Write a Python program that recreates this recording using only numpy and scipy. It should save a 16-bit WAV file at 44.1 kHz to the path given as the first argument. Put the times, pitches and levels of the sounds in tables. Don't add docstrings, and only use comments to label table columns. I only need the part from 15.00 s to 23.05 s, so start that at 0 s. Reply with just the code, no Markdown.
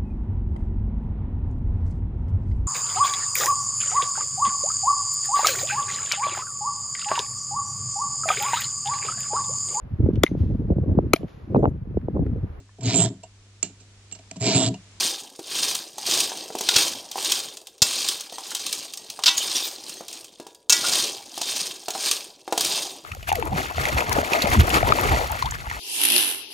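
import sys
import numpy as np
from scipy import signal
from scipy.fft import rfft, irfft
from scipy.io import wavfile
from scipy.ndimage import uniform_filter1d

SR = 44100
rng = np.random.default_rng(int(sys.argv[2]) if len(sys.argv) > 2 else 0)


def pcm_store(signal):
    levels = np.round(np.clip(np.atleast_2d(signal), -1, 1) * 32767)
    wavfile.write(sys.argv[1], SR, levels.astype(np.int16).T)


N = 354823
TIME = np.arange(N) / SR
BLOW = TIME[:SR // 3]


def amp(db):
    return 10 ** (np.asarray(db) / 20)


def rms_one(x):
    return x / np.sqrt(np.mean(x ** 2) + 1e-20)


def peak_one(x):
    return x / np.abs(x).max()


def add(out, start_s, x):
    at = max(round(start_s * SR), 0)
    out[at:at + len(x)] += x[:N - at]


def colour(x, spectrum):
    size = 4096
    hz, db = np.transpose(spectrum)
    grid = np.maximum(np.fft.rfftfreq(size, 1 / SR), 1)
    gain = amp(np.interp(np.log(grid), np.log(hz), db))
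    cepstrum = irfft(np.log(gain))[:size // 2]
    cepstrum[1:] *= 2
    impulse_response = irfft(np.exp(rfft(cepstrum, size)))
    return signal.fftconvolve(x, impulse_response)[:len(x)]


def resonance(x, hz, width_hz):
    r = np.exp(-np.pi * width_hz / SR)
    feed = np.array([1, 0, -1]) * (1 - r * r) / 2
    feedback = [1, -2 * r * np.cos(2 * np.pi * hz / SR), r * r]
    return signal.lfilter(feed, feedback, x)


def burst(t60, hold=0):
    decay = amp(-60 * np.maximum(BLOW - hold, 0) / t60)
    return rng.standard_normal(len(BLOW)) * decay


def drift(rate, size=N):
    knots = rng.standard_normal(int(size / SR * rate) + 2)
    return rms_one(np.interp(TIME[:size] * rate, np.arange(len(knots)), knots))


def contacts(per_s, spread_db):
    sizes = amp(spread_db * np.minimum(rng.exponential(1, N), 4))
    signs = rng.choice([-1, 1], N)
    return sizes * signs * (rng.random(N) < per_s / SR)


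def scatter(impacts, t60, low_hz, high_hz, relative_width, count=18):
    spot = rng.integers(0, count, N)
    out = 0
    for k, hz in enumerate(np.geomspace(low_hz, high_hz, count)):
        broad = rms_one(burst(t60))
        pitched = rms_one(resonance(burst(t60), hz, relative_width * hz))
        ring = pitched * np.sqrt(hz / high_hz) + .5 * broad
        out = out + signal.oaconvolve(impacts * (spot == k), ring)[:N]
    return out


def even(x, span_s):
    power = uniform_filter1d(x ** 2, int(span_s * SR))
    return x / np.sqrt(np.maximum(power, 0) + np.mean(power) / 1000)


ARCH_DB = 3
SETTLE_DB, SETTLE_DB_PER_S = -25, 20.5


def push(start_s, length_s, attack_s, release_db_per_s):
    before = np.maximum(start_s - TIME, 0)
    after = np.maximum(TIME - start_s - length_s, 0)
    progress = np.clip((TIME - start_s) / length_s, 0, 1)
    arch = ARCH_DB * (2 * progress - 1) ** 2
    release = np.maximum(-release_db_per_s * after, SETTLE_DB - SETTLE_DB_PER_S * after)
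    return amp(np.maximum(release - arch - 20 * before / attack_s, -200)) ** 2


# start_s (full push), length_s, salt_level_db,
# attack_s (time to swell by 20 dB), nuts_db (drive of the nuts above that of the salt)
STROKES = [(0.0, 0.0587, -21, .1, 0), (.55, 0.1707, -24.5, 0.1335, -1), (1.08, 0.1361, -21.5, 0.09, 4),
           (1.35, 0.106, -39.5, 0.01, 9.5), (1.75, 0.0867, -20, 0.1938, 4),
           (2.215, 0.1724, -26.5, 0.1419, 0), (2.85, 0.265, -27, 0.022, -3.5),
           (3.48, 0.354, -34.5, 0.4243, -2), (3.99, .19, -47, .1, 4), (4.37, 0.28, -28.5, 0.21, 0),
           (4.55, .025, -27, .03, -3), (4.83, 0.135, -40, 0.5, 2), (5.09, 0.1077, -41.5, 0.07, 0),
           (5.33, .2, -57, .1, 0), (5.74, .08, -27, .018, 2), (5.85, 0.18, -21.5, 0.055, 3),
           (6.46, 0.1936, -27.5, 0.2054, -1), (7.04, 0.0656, -24, 0.184, -0.5),
           (7.609, 0.2084, -26, 0.082, 6.5)]
RELEASE_DB_PER_S = 111.5
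ROLL_ON_DB_PER_S = 85


def stirring():
    salt, nuts = 0, 0
    for start_s, length_s, db, attack_s, nuts_db in STROKES:
        salt = salt + amp(db) ** 2 * push(start_s, length_s, attack_s, RELEASE_DB_PER_S)
        nuts = nuts + amp(db + nuts_db) ** 2 * push(start_s, length_s, attack_s, ROLL_ON_DB_PER_S)
    return 10 * np.log10([salt, nuts])


# pitch_hz, level_db
PAN_MODES = [(316, -16), (803, -15), (966, -12), (1104, -11), (1424, -5), (1657, -5), (1960, -3),
             (2278, -2), (2665, 1), (2923, -4), (3160, -1), (3285, -2), (3631, 2), (4229, 0), (4641, 1),
             (4875, 4), (5315, 2), (5580, 0), (6140, 2), (6540, 0), (7300, -3)]
PRESSED_WIDTH_HZ = 45


def pressed(x, wander_db=3.5, turns=9):
    out = 0
    for hz, db in PAN_MODES:
        level = amp(db + wander_db * drift(turns, len(x)))
        out = out + level * resonance(x, hz, PRESSED_WIDTH_HZ)
    return out


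PAN_T60_S = .4


def pan_ring(force):
    response = 0
    for hz, db in PAN_MODES:
        decay_db = -60 * BLOW / PAN_T60_S * np.sqrt(max(hz / 1000, 1))
        tone = np.sin(2 * np.pi * hz * BLOW) * rng.choice([-1, 1])
        response = response + amp(db + decay_db) * tone
    return signal.oaconvolve(force, response)[:N] / np.sqrt(SR / 1000)


# pitch_hz, level_db
GRIND = [(530, -35), (1000, -11.5), (1400, -13.5), (1700, -10), (2200, -11.5), (2750, -8.5), (3100, -1.5),
         (4750, 0), (6600, -2), (7500, -7.5), (9400, -4.5), (9900, -17), (13000, -13.5), (16000, -15.5)]


def grinding(level_db, per_s=4500, crowding=.58, clump_db=1.5, grit_db=1.6, grit_per_s=600,
             modes_db=-10, gain_db=-.7):
    rate = per_s * amp(crowding * (level_db - level_db.max()))
    impacts = contacts(rate, spread_db=3.5)
    grains = colour(scatter(impacts, t60=0.034, low_hz=1502, high_hz=13096, relative_width=0.22), GRIND)
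    grains = grains * amp(clump_db * drift(70) + grit_db * drift(grit_per_s))
    rubbed = grains + amp(modes_db) * pressed(grains)
    return amp(level_db + gain_db) * even(rubbed, span_s=0.07)


# pitch_hz, level_db
CLICK = [(300, -24), (1000, -17), (2200, -11), (3300, 1.5), (6000, 2), (9000, -2), (10500, -8.5),
         (16000, -21)]


def shells(stir_db, per_s=70, follow=0.741, gain_db=-20):
    impacts = contacts(per_s, spread_db=3.0)
    ticks = scatter(impacts, t60=0.0206, low_hz=2570, high_hz=11400, relative_width=0.28)
    return amp(follow * stir_db + gain_db) * rms_one(colour(ticks, CLICK))


# pitch_hz, level_db
TUMBLE = [(25, -46), (70, -7), (130, -10), (220, -5.5), (330, 1.5), (620, -1.5), (800, 3.5), (1100, -9.5),
          (1500, -20), (3000, -20.5)]


def tumbling(stir_db, per_s=450, crowding=.35, follow=0.6532, gain_db=-27.0):
    rate = per_s * amp(crowding * (stir_db - stir_db.max()))
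    impacts = contacts(rate, spread_db=2.5)
    bumps = scatter(impacts, t60=0.074, low_hz=90.0, high_hz=1415, relative_width=0.607)
    return amp(follow * stir_db + gain_db) * even(colour(bumps, TUMBLE), span_s=0.072)


# pitch_hz, width_hz, level_db
BODY = [(1129, 142, 7), (2568, 164, -1), (8585, 180, -6.5)]


def body(x):
    return x + sum(amp(db) * resonance(x, hz, width_hz) for hz, width_hz, db in BODY)


# pitch_hz, level_db
ROOM_TONE = [(30, -2.5), (90, 4.5), (200, -2.5), (450, 18), (900, 0), (1500, -19), (4500, -14.5),
             (16000, -27)]


def room_tone(level_db=-64.5):
    return amp(level_db) * rms_one(colour(rng.standard_normal(N), ROOM_TONE))


# start_s, level_db (peak, before gain), pitch_hz (of the knock),
# click_db (click of its shell, before gain)
KNOCKS = [(.392, -30, 368, -32), (.982, -29.5, 822, -21), (1.318, -27, 800, -32), (1.503, -28, 490, -34.5),
          (1.552, -19, 500, -20.5), (1.609, -23.5, 600, -14), (2.157, -22, 800, -29.5),
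          (2.18, -25.5, 828, -27), (3.324, -32.5, 503, -28), (3.383, -27, 907, -23.5),
          (3.517, -29, 1500, -24), (4.191, -25, 946, -28.5), (5.008, -29, 520, -33), (5.399, -32, 400, -31),
          (5.467, -34, 472, -34), (6.377, -28, 816, -19.5), (6.415, -26.5, 875, -12),
          (6.883, -21.5, 787, -18), (6.951, -24, 786, -28), (7.478, -23.5, 740, -30.5),
          (7.5245, -12, 785, -15), (7.577, -19, 480, -9)]
# pitch_hz, level_db
KNOCK = [(100, -4), (300, 3.5), (450, 2.5), (550, -5), (780, 2.5), (1150, -6.5), (2500, -11)]


def knocks(t60=0.055, tail_db=0.5, width_hz=450, gain_db=2):
    out = np.zeros(N)
    for start_s, db, hz, _ in KNOCKS:
        shiver = burst(t60)
        force = (BLOW == 0) + amp(tail_db) * shiver / np.linalg.norm(shiver)
        knock = colour(resonance(force, hz, width_hz), KNOCK)
        add(out, start_s, amp(db + gain_db) * peak_one(knock))
    return out


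# start_s, level_db (peak, before gain)
CLICKS = [(.751, -12.5), (1.203, -6), (1.372, -21), (1.586, -18), (2.114, -20.5), (2.246, -13),
          (2.319, -6.5), (2.57, -26), (2.67, -24.5), (2.78, -40), (3.086, -7), (3.207, -20), (3.549, -11),
          (3.664, -15), (3.727, -12), (3.936, -19), (3.973, -20.5), (4.1, -19), (4.378, -9), (4.894, -21),
          (5.082, -22.5), (5.128, -24.5), (5.244, -29), (5.547, -33), (6.904, -17), (7.1124, -7),
          (7.608, -6), (7.647, -8)]
SHELL_T60_S = .03
SHELL_GIVE_S = 0.001216


def clicks(tail_t60=0.11, tail_db=-17, crack_t60=0.00814, crack_db=-7, gain_db=-0.5):
    out = np.zeros(N)
    shell_clicks = [(start_s, click_db) for start_s, _, _, click_db in KNOCKS]
    for start_s, db in CLICKS + shell_clicks:
        ring = colour(burst(SHELL_T60_S) + amp(tail_db) * burst(tail_t60), CLICK)
        build_up = -np.expm1(-BLOW / SHELL_GIVE_S)
        crack = amp(crack_db) * np.diff(burst(crack_t60), prepend=0) / 2
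        add(out, start_s, amp(db + gain_db) * peak_one(ring * build_up + crack))
    return out


# start_s, level_db (added to each mode's level)
TINGS = [(.982, -38), (1.42, -37), (3.335, -37), (3.975, -39), (4.97, -38)]
# pitch_hz, level_db
LADLE_MODES = [(1908, -19), (4615, -8), (6345, -5), (8345, -11)]


def tings(t60=.22, scatter_db=1.5):
    out = np.zeros(N)
    for start_s, db in TINGS:
        for hz, mode_db in LADLE_MODES:
            level_db = db + mode_db + scatter_db * rng.standard_normal()
            tone = np.sin(2 * np.pi * hz * BLOW)
            add(out, start_s, amp(level_db - 60 * BLOW / t60) * tone)
    return out


# start_s, level_db (peak, before gain), pitch_hz (brightest part),
# width_hz (of the clang), thud_db (peak of the thud), chatter_s, ring_db (ring relative to level_db)
STRIKES = [(1.6879, -3.5, 3740, 3800, -55, 0.0035, -9.5), (1.7615, -1.5, 4970, 3800, -23, 0.0059, -8.5),
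           (1.7809, -10.5, 6500, 3800, -42, 0.0116, 3), (2.819, -1, 5510, 3800, -18, 0.0094, -4),
           (4.2367, -8.5, 3930, 3800, -67, 0.0035, -16), (4.2592, -.5, 4414, 1600, -65, 0.0159, -2.5),
           (4.279, -3.5, 3950, 2000, -74, 0.0112, 7), (5.6957, -1.5, 6240, 2400, -30, 0.0106, 1),
           (5.7232, 0, 6170, 2000, -55.5, 0.0085, -2)]
# pitch_hz, level_db
STEEL = [(100, -22.5), (700, 11), (2200, 0.5), (3500, 6), (6500, 1), (9000, 1.5), (10500, -5), (16000, 2)]
STEEL_TAIL_T60_S = .2


def strikes(t60=0.0258, tail_db=-19, gain_db=-0.5, ring_db=-32, clang_db=-3, jolt_db=.8):
    out, force = np.zeros(N), np.zeros(N)
    for start_s, db, hz, width_hz, _, chatter_s, own_ring_db in STRIKES:
        chatter = burst(t60, hold=chatter_s) * amp(jolt_db * drift(500)[:len(BLOW)])
        steel = chatter + amp(tail_db) * burst(STEEL_TAIL_T60_S)
        contact = colour(resonance(steel, hz, width_hz), STEEL)
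        clang = amp(clang_db) * pressed(contact, wander_db=3)
        add(out, start_s, amp(db + gain_db) * peak_one(contact + clang))
        drive = np.sqrt(SR / 1000) * chatter / np.linalg.norm(chatter)
        add(force, start_s, amp(db + own_ring_db) * drive)
    return out + amp(ring_db) * pan_ring(force)


def thuds(t60=0.022):
    out = np.zeros(N)
    for start_s, _, _, _, thud_db, _, _ in STRIKES:
        shove = colour(burst(t60), [(20, -16), (70, -4), (250, -2), (500, -7), (2000, -40)])
        add(out, start_s, amp(thud_db) * peak_one(shove))
    return out


# start_s, length_s, level_db (before fading in and out), pitch_hz
JUDDERS = [(4.368, .024, -21, 6780), (4.394, .04, -30, 3120), (4.545, .035, -28, 3540),
           (4.548, .035, -26, 5590), (4.618, .05, -30, 3630), (4.62, .065, -36, 14550),
           (5.837, .027, -30, 1407)]


def judders(waver=.04, rough_db=4, turns=600):
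    out = np.zeros(N)
    for start_s, length_s, db, hz in JUDDERS:
        size = int(length_s * SR)
        pitch = hz * (1 + waver * drift(turns, size))
        squeak = np.sin(2 * np.pi * np.cumsum(pitch) / SR)
        slips = squeak * amp(rough_db * drift(turns, size))
        add(out, start_s, amp(db) * np.sqrt(np.hanning(size)) * rms_one(slips))
    return out


# pitch_hz, level_db (at the start), t60_s (time to fall 60 dB)
HUM = [(969, -55, .85), (1658, -61, .5)]
HUM_S = 5.4


def hum():
    out = np.zeros(N)
    for hz, db, t60 in HUM:
        add(out, HUM_S, amp(db - 60 * TIME / t60) * np.sin(2 * np.pi * hz * TIME))
    return out


KITCHEN_T60_S, KITCHEN_DB = 0.266, -9


def kitchen(x):
    noise = burst(KITCHEN_T60_S) * (BLOW > .005)
    tail = colour(noise, [(90, -19.5), (300, 4.5), (5000, -3), (15000, 2)])
    return amp(KITCHEN_DB) * signal.oaconvolve(x, tail / np.linalg.norm(tail))[:N]


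def scene():
    stir_db, nuts_db = stirring()
    hard = amp(-1) * body(grinding(stir_db) + shells(stir_db) + clicks() + judders())
    soft = tumbling(nuts_db) + knocks()
    ringing = pan_ring(amp(-42.5) * hard + amp(-36.0) * soft)
    pan = hard + soft + ringing + strikes() + thuds() + tings() + hum()
    return np.tile(pan + kitchen(pan) + room_tone(), (2, 1))


CUTOFF_HZ = 15850


def record(dry):
    rounded = 1.429 * np.tanh(dry / 1.1792)
    low_pass = signal.ellip(10, .2, 70, CUTOFF_HZ, fs=SR, output="sos")
    return signal.sosfilt(low_pass, rounded)


dry = scene()
out = record(dry)
pcm_store(out)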